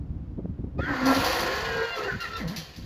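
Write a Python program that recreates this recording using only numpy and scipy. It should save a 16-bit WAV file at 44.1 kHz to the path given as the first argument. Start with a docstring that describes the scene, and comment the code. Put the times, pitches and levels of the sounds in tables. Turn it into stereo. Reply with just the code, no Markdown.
"""A harsh squeal, breaking into yelps and sinking to a grunt: one horse calls at another across a steel pen.
The call is biphonic: a low buzz modulates a high whistle, over turbulence that resonates in the throat.
As the horses jostle, the steelwork rattles in its natural modes and scrapes with a bright hiss.
Ground and rails scatter the sound; wind nudges the microphone, with faint outdoor air behind."""
import sys
import numpy as np
from scipy import signal
from scipy.fft import rfft, irfft
from scipy.io import wavfile

SR = 44100
rng = np.random.default_rng(int(sys.argv[2]) if len(sys.argv) > 2 else 0)


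def inscribe(sig):
    """Save sig as 16-bit PCM at rate SR to the path in sys.argv[1].

    A 1-D sig is mono; a 2-D sig holds one channel per row.
    Samples are clipped to [-1, 1] before scaling.
    """
    pcm = np.round(np.clip(np.atleast_2d(sig).T, -1, 1) * 32767)
    wavfile.write(sys.argv[1], SR, pcm.astype(np.int16))


N = 125685
TIME, FREQS = np.arange(N) / SR, np.fft.rfftfreq(N, 1 / SR)

# low voice, high voice and a thinner whistle that joins mid-squeal: t/s, f/Hz, relative level/dB
BUZZ = [(.86, 303.6, -34.5), (.92, 278.1, -29), (.985, 255.9, -36), (1.045, 259.4, -22.5),
        (1.115, 269.7, -17.5), (1.145, 264.5, -34), (1.175, 272.5, -19.5), (1.205, 272.8, -35),
        (1.3, 324, -39.5), (1.45, 345, -34.5), (1.55, 405.2, -37), (1.66, 456, -38.5), (1.75, 452.5, -33.5),
        (1.825, 456.2, -26.5), (1.885, 461, -40), (1.952, 424, -60), (1.978, 427.4, -33),
        (2.04, 424, -35.5), (2.08, 402, -32), (2.18, 392, -54), (2.385, 439.7, -45.5), (2.42, 214.6, -32.5),
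        (2.46, 163.2, -28), (2.495, 165.1, -28.5), (2.55, 233.2, -40), (2.59, 165, -34), (2.64, 150.4, -46)]
WHISTLE = [(.775, 1170, -48), (.803, 1270, -38), (.82, 1410, -35), (.85, 1450, -34), (.88, 1590, -34),
           (1.0, 1410, -42), (1.06, 1385, -33.5), (1.1, 1345, -29.5), (1.15, 1385, -34.5), (1.3, 1440, -41),
           (1.45, 1370, -37), (1.56, 1460, -42.5), (1.78, 1465, -39), (1.85, 1415, -37),
           (1.915, 1405, -40.5), (1.96, 1365, -41)]
THIN_WHISTLE = [(1.46, 1682, -33), (1.55, 1705, -30.5), (1.66, 1680, -40), (1.73, 1615, -35.5),
                (1.83, 1604, -34), (1.96, 1578, -43)]
# harmonics of each voice, from the fundamental up: relative level/dB
BUZZ_HARMONICS = [1, -18, -22, -29, -28, -30, -42]
WHISTLE_HARMONICS = [0, -14, -18, -24]
# unsteadiness of the voices: t/s, roughness (0-1)
ROUGHNESS = [(0.84, .15), (0.93, .6), (1.07, .15), (1.17, .2), (1.26, .9), (1.45, .7), (1.62, .35),
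             (1.76, .17), (1.93, .1), (2.0, .55)]
# shrillness of the high voice: t/s, overtone boost/dB
SHRILLNESS = [(.8, -1), (.815, -14), (1.5, -3), (1.75, 4)]
# peaks colouring the low voice; peaks and a notch colouring the high: f/Hz, half-width/Hz, gain/dB
BUZZ_COLOUR = [(535, 55, 7), (930, 50, 6), (1360, 70, 9)]
WHISTLE_COLOUR = [(2485, 55, 14), (2705, 35, -10), (2780, 50, 10), (4180, 70, 3), (5290, 90, 5)]
# rasp in three registers: t/s, low level/dB, middle level/dB, treble level/dB
RASP_LEVELS = [(0.777, -77, -54.5, -57), (.83, -65, -39.5, -54), (.87, -43, -36, -51.5),
               (0.919, -35.5, -34, -46.5), (1.03, -33.5, -37, -41), (1.118, -23.5, -31, -35.5),
               (1.16, -31, -37.5, -35), (1.26, -27.5, -34.5, -31.5), (1.55, -33.5, -38.5, -37),
               (1.85, -40.5, -43, -43.5), (1.939, -45, -45.5, -47), (1.99, -36.5, -40, -43),
               (2.1, -40, -40, -45.5), (2.18, -53, -45, -50), (2.25, -47, -42.5, -45.5),
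               (2.34, -50.5, -50, -49.5), (2.41, -46, -44, -47.5), (2.46, -47, -51.5, -55),
               (2.55, -49.5, -47, -53), (2.68, -55.5, -60.5, -50), (2.85, -65, -64.5, -55)]
# throat resonances, one list a register: f/Hz, width/Hz, relative level/dB
THROAT_FORMANTS = [
    [(511.4, 54, 11), (794, 510, 3.5), (1022, 164, 4)],
    [(1326, 57, 8), (1630, 107, -1.5), (1819, 387, 4.5)],
    [(2470, 207, 3), (3100, 1700, 0), (4500, 810, 2.5), (6380, 3150, -6.5), (13900, 4200, -17)],
]
# cracks of the high voice: t/s, length/s, first, middle and last f/Hz, level/dB, overtone boost/dB
YELPS = [(.805, .075, 3560, 3280, 3170, -49.5, -40), (1.968, .055, 1370, 1305, 1345, -32, -4),
         (2.032, .042, 1350, 1395, 1375, -40.5, 3), (2.06, .07, 1880, 1790, 1450, -37, -18),
         (2.078, .036, 1520, 1510, 1420, -32.5, -12), (2.117, .04, 1430, 1470, 1560, -36, -18),
         (2.198, .065, 1385, 1375, 1230, -35.5, 2), (2.238, .032, 1980, 1870, 1740, -36, -15),
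         (2.255, .036, 1320, 1390, 1300, -43, 0), (2.298, .1, 1285, 1356, 1280, -36, 0),
         (2.325, .055, 1800, 1808, 1785, -44, 9), (2.395, .04, 2200, 2000, 1700, -44, -10)]
# rattles of the steelwork: t/s, relative level/dB
RATTLES = [(1.056, -36), (1.147, -37.5), (1.245, -35), (1.34, -40.5), (1.394, -38.5), (1.554, -45),
           (1.96, -48.5), (2.204, -45.5), (2.366, -48.5), (2.477, -44.5), (2.563, -38.5), (2.76, -52)]
# natural modes of the steel: f/Hz, relative level/dB, T60/s
STEEL_MODES = [(2010, -5, 0.28), (3140, -9, 0.45), (3990, -10, .5), (4360, -3, 0.36), (4780, 1, 0.12),
               (5750, -6, .26), (6055, -5, 0.26), (14050, -5, .25)]
# noise of steel contacts: f/Hz, relative spectral level/dB
CLATTER_SPECTRUM = [(300, -11), (1500, -10), (3000, -3), (4700, 3), (5600, -3), (9800, -10.5), (14200, -16),
                    (15200, -13.5)]
# scatter from ground and rails: f/Hz, level against the direct sound/dB
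SCATTER_SPECTRUM = [(250, -19), (600, -9), (1300, -4.5), (2500, -3), (5000, -4), (12000, -14)]
# phase between the two microphone ports: f/Hz, left lead/rad
PORT_PHASE = [(300, 0), (1120, .6), (1890, -.5), (2500, .8), (5170, .3), (5770, -1), (9560, -3.6),
              (10300, -6.1)]
# balance of the ports: f/Hz, left minus right level/dB
PORT_BALANCE = [(700, 0), (1290, 5.5), (2600, .5)]
# wind buffets: t/s, relative level/dB, Gaussian half-length/s, upper edge f/Hz
BUFFETS = [(0.235, -33.5, 0.0075, 261), (0.393, -27, 0.0088, 366), (0.451, -27, 0.0081, 225),
           (0.458, -23, 0.00085, 484), (0.484, -37.5, 0.0013, 420), (0.502, -25.5, 0.0089, 156),
           (0.597, -29.5, 0.0079, 278), (.643, -24, 0.0027, 360), (0.673, -37, 0.004, 435),
           (0.779, -27, 0.018, 233), (0.797, -20.5, 0.0063, 450), (0.84, -28.5, 0.0099, 323),
           (0.923, -29.5, 0.022, 300), (1.205, -26.5, 0.012, 170), (1.43, -35.5, 0.023, 192),
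           (1.773, -35.5, 0.021, 210), (2.15, -30.5, 0.021, 182), (2.786, -35, 0.012, 200)]
# wind rumble: t/s, level/dB
WIND_LEVEL = [(0, -34), (.8, -38.5), (1.3, -40.5), (1.7, -41.5), (1.95, -51.5), (2.42, -39), (2.68, -53),
              (2.85, -40.5)]
# wind rumble and distant air: f/Hz, relative spectral level/dB
WIND_SPECTRUM = [(20, -25), (55, 5), (110, -2), (300, -12.5), (500, -39), (1000, -49), (3000, -78)]
AIR_SPECTRUM = [(500, 5), (2000, -15), (5000, -26), (8500, -37.5), (16000, -40)]
# microphone response: f/Hz, gain/dB
MIC_RESPONSE = [(7800, -1), (8600, -24), (9500, 1), (14700, -3), (15500, -32)]

JITTER_HZ, RAGGED_HZ = 105, 22  # bandwidths of fast and slow random fluctuation
CONTACT_RISE_S = .0043


def squeal(buzz_db=-2.5, thin_db=-1, shake_depth=.95, break_s=1.9, break_length_s=.1, break_depth=1.7):
    """Biphonation: the buzz modulates the whistle's amplitude, throwing sidebands around it."""
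    rough, = curves(ROUGHNESS)
    shrill_db, = curves(SHRILLNESS)
    low_phase, low_gain = oscillator(BUZZ, jitter=.08, rough=rough + .14)
    high_phase, high_gain = oscillator(WHISTLE, jitter=.035, rough=rough)
    thin_phase, thin_gain = oscillator(THIN_WHISTLE, jitter=.012, rough=rough)
    # period doubling: a subharmonic briefly displaces the sidebands
    doubling = break_depth * np.sin(np.pi * np.clip((TIME - break_s) / break_length_s, 0, 1))
    shake = shake_depth * np.cos(low_phase) * np.clip(1 - doubling, 0, 1) * gate(BUZZ)
    modulation = 1 + shake + doubling * np.cos(high_phase / 2)
    buzz = amp(buzz_db) * peak_filter(low_gain * harmonics(low_phase, BUZZ_HARMONICS), BUZZ_COLOUR)
    whistle = comb_colour(high_gain * modulation * harmonics(high_phase, WHISTLE_HARMONICS, shrill_db))
    thin_whistle = amp(thin_db) * thin_gain * np.cos(thin_phase)
    return buzz + whistle + thin_whistle + rasp(low_phase)


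def oscillator(table, jitter, rough, waver=.011, shimmer=.6):
    """Phase and amplitude of irregular vibration: roughness sets the jitter, waver and shimmer."""
    hz, db = curves(table)
    detune = jitter * rough * wobble(JITTER_HZ) + waver * rough ** .5 * wobble(RAGGED_HZ)
    phase = 2 * np.pi * np.cumsum(hz * (1 + detune)) / SR
    flutter = (1 + shimmer * rough * wobble(JITTER_HZ)) / np.sqrt(1 + (shimmer * rough) ** 2)
    return phase, np.sqrt(2) * amp(db) * flutter * gate(table)


def harmonics(phase, levels, boost_db=0, ragged_db=3.5):
    """A harmonic series whose overtones swell and fade independently."""
    return sum(amp(db + (k > 0) * (boost_db + ragged_db * wobble(RAGGED_HZ))) * np.cos((k + 1) * phase)
               for k, db in enumerate(levels))


def comb_colour(x, cutoff_hz=5400):
    """Fixed peaks and a notch make overtones flash and vanish as they glide; the highest are dulled."""
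    return colour(peak_filter(x, WHISTLE_COLOUR), 1 / (1 + (FREQS / cutoff_hz) ** 20))


def peak_filter(x, peaks):
    """Spectral shaping: peaks lift the partials near them and notches sink them."""
    return colour(x, amp(sum(db / (1 + ((FREQS - hz) / width) ** 2) for hz, width, db in peaks)))


def rasp(buzz_phase, pulsing=.2, patchy_db=1.5, patchy_hz=45):
    """Source and filter: turbulence, pulsed once a cycle by the buzz, excites the throat's resonances."""
    puffs = rng.standard_normal(N) * (1 + pulsing * np.cos(buzz_phase))
    out = 0
    for register, db in zip(THROAT_FORMANTS, curves(RASP_LEVELS)):
        power = sum(amp(peak_db) ** 2 / (1 + ((FREQS - hz) / width * 1.316) ** 2) ** 3
                    for hz, width, peak_db in register)
        band = colour(puffs, np.sqrt(power))
        out += amp(db) * unit_rms(band * amp(patchy_db * wobble(patchy_hz)))
    return out * gate(RASP_LEVELS)


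def yelps(jitter=.011, flutter_db=2.5):
    """Voice breaks: each is a short harmonic tone on a parabola of pitch, coloured like the whistle."""
    out = 0
    for s, length, first_hz, middle_hz, last_hz, db, boost_db in YELPS:
        progress = np.clip((TIME - s) / length, 0, 1)
        hz = np.polyval(np.polyfit([0, .5, 1], [first_hz, middle_hz, last_hz], 2), progress)
        phase = 2 * np.pi * np.cumsum(hz * (1 + jitter * wobble(JITTER_HZ))) / SR
        arch = np.sqrt(8 * progress * (1 - progress))
        out += amp(db) * arch * harmonics(phase, WHISTLE_HARMONICS, boost_db)
    return comb_colour(out * amp(flutter_db * wobble(JITTER_HZ)))


def steelwork(ring_db=7, clatter_db=5, clatter_t60=.31, grain_db=3, detune=.0028):
    """Impact excitation: each rattle is a bright clatter and the damped ringing of the steel's modes."""
    grit = unit_rms(noise(amp(spectrum(CLATTER_SPECTRUM))) * amp(grain_db * wobble(470)))
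    mode_norm = np.linalg.norm(amp([db for _, db, _ in STEEL_MODES]))
    out = np.zeros(N)
    for s, db in RATTLES:
        start = round(s * SR)
        t = TIME[:min(N - start, SR // 2)]
        ring = 0
        for hz, mode_db, t60 in STEEL_MODES:
            cycles = hz * (1 + detune * rng.standard_normal()) * t + rng.random()
            ring += amp(mode_db - 60 * t / t60) * np.sin(2 * np.pi * cycles)
        ring *= amp(ring_db) / mode_norm * (1 - np.exp(-t / CONTACT_RISE_S))
        clatter = amp(clatter_db - 60 * t / clatter_t60) * np.roll(grit, rng.integers(N))[:len(t)]
        out[start:start + len(t)] += amp(db) * (ring + clatter)
    return out


def scrape(start_s=1.057, release_s=1.42, fade_s=.039, db=-39.5, highpass_hz=9100, grain_db=2.5):
    """Sliding friction: steel grinds on steel through the first rattles with a gritty, bright hiss."""
    rise = np.clip((TIME - start_s) / CONTACT_RISE_S, 0, 1)
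    fall = np.exp(-np.maximum(TIME - release_s, 0) / fade_s)
    hiss = noise(amp(spectrum(CLATTER_SPECTRUM)) * FREQS ** 4 / (FREQS ** 4 + highpass_hz ** 4))
    return amp(db) * rise * fall * unit_rms(hiss * amp(grain_db * wobble(JITTER_HZ)))


def pen(x, scatter_t60=.15, delay_s=.002):
    """Multipath propagation: direct sound reaches both ports, then scatter from ground and rails."""
    tilt = amp(spectrum(PORT_BALANCE) / 2)
    ports = np.array([tilt, np.exp(-1j * spectrum(PORT_PHASE)) / tilt])
    tails = rng.standard_normal((2, N)) * amp(-60 * TIME / scatter_t60) * (TIME > delay_s)
    tails = colour(tails / np.linalg.norm(tails[0]), amp(spectrum(SCATTER_SPECTRUM)))[:, :SR // 2]
    return colour(x, ports) + signal.fftconvolve(x[None], tails, axes=1)[:, :N]


def wind(gust_db=3, gust_hz=11, antiphase_db=-11, buffet_db=-1, lowest_hz=55):
    """Turbulent pressure on the microphone: rumble and short buffets, mostly common to both ports."""
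    level = amp(curves(WIND_LEVEL)[0] + gust_db * wobble(gust_hz))
    rumble_shape = amp(spectrum(WIND_SPECTRUM))
    common = level * noise(rumble_shape)
    for s, db, half_s, top_hz in BUFFETS:
        window = np.exp(-.5 * ((TIME - s) / half_s) ** 2)
        band = 1 / (1 + (FREQS / top_hz) ** 4) * FREQS ** 2 / (FREQS ** 2 + lowest_hz ** 2)
        push = colour(rng.standard_normal(N) * window, band)
        common += amp(db + buffet_db) * push * np.linalg.norm(window) / np.linalg.norm(push)
    antiphase = amp(antiphase_db) * level * noise(rumble_shape)
    return np.array([common + antiphase, common - antiphase])


def distant_air(db=-52):
    """Ambient noise: a faint, dull hush, uncorrelated between the ports."""
    return amp(db) * np.array([noise(amp(spectrum(AIR_SPECTRUM))) for _ in range(2)])


def amp(db):
    """Decibels to amplitude ratio."""
    return 10 ** (np.asarray(db) / 20)


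def unit_rms(x):
    """Normalises to unit mean power."""
    return x / np.sqrt(np.mean(x ** 2) + 1e-20)


def spectrum(table):
    """Interpolates a table on a log-frequency axis."""
    hz, value = np.transpose(table)
    return np.interp(np.log(FREQS + 1), np.log(hz + 1), value)


def curves(table):
    """Interpolates each column of a time table, sample by sample."""
    s, *columns = np.transpose(table)
    return [np.interp(TIME, s, column) for column in columns]


def gate(table, fade_s=.018):
    """An envelope that opens at a table's first time and closes after its last."""
    return np.clip((TIME - table[0][0]) / fade_s, 0, 1) * np.clip((table[-1][0] - TIME) / fade_s + 1, 0, 1)


def colour(x, gain):
    """Linear filtering by a gain per frequency."""
    return irfft(rfft(x) * gain, N)


def noise(gain):
    """Gaussian noise of unit rms with the given spectral shape."""
    return unit_rms(colour(rng.standard_normal(N), gain))


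def wobble(hz):
    """Random fluctuation of unit rms, rolling off above the given rate."""
    return noise(1 / (1 + (FREQS / hz) ** 4) * FREQS / (FREQS + hz / 10))


def scene():
    """Superposition of horse and steelwork in the pen, wind and distant air."""
    air = distant_air()
    return pen(squeal() + yelps() + steelwork() + scrape()) + wind() + air


def record(dry, cutoff_hz=15700):
    """The microphone's frequency response, then a low-pass band limit."""
    lowpass = signal.firwin(511, cutoff_hz, window=("kaiser", 9), fs=SR)
    return signal.oaconvolve(colour(dry, amp(spectrum(MIC_RESPONSE))), lowpass[None], "same")


dry = scene()
out = record(dry)
inscribe(out)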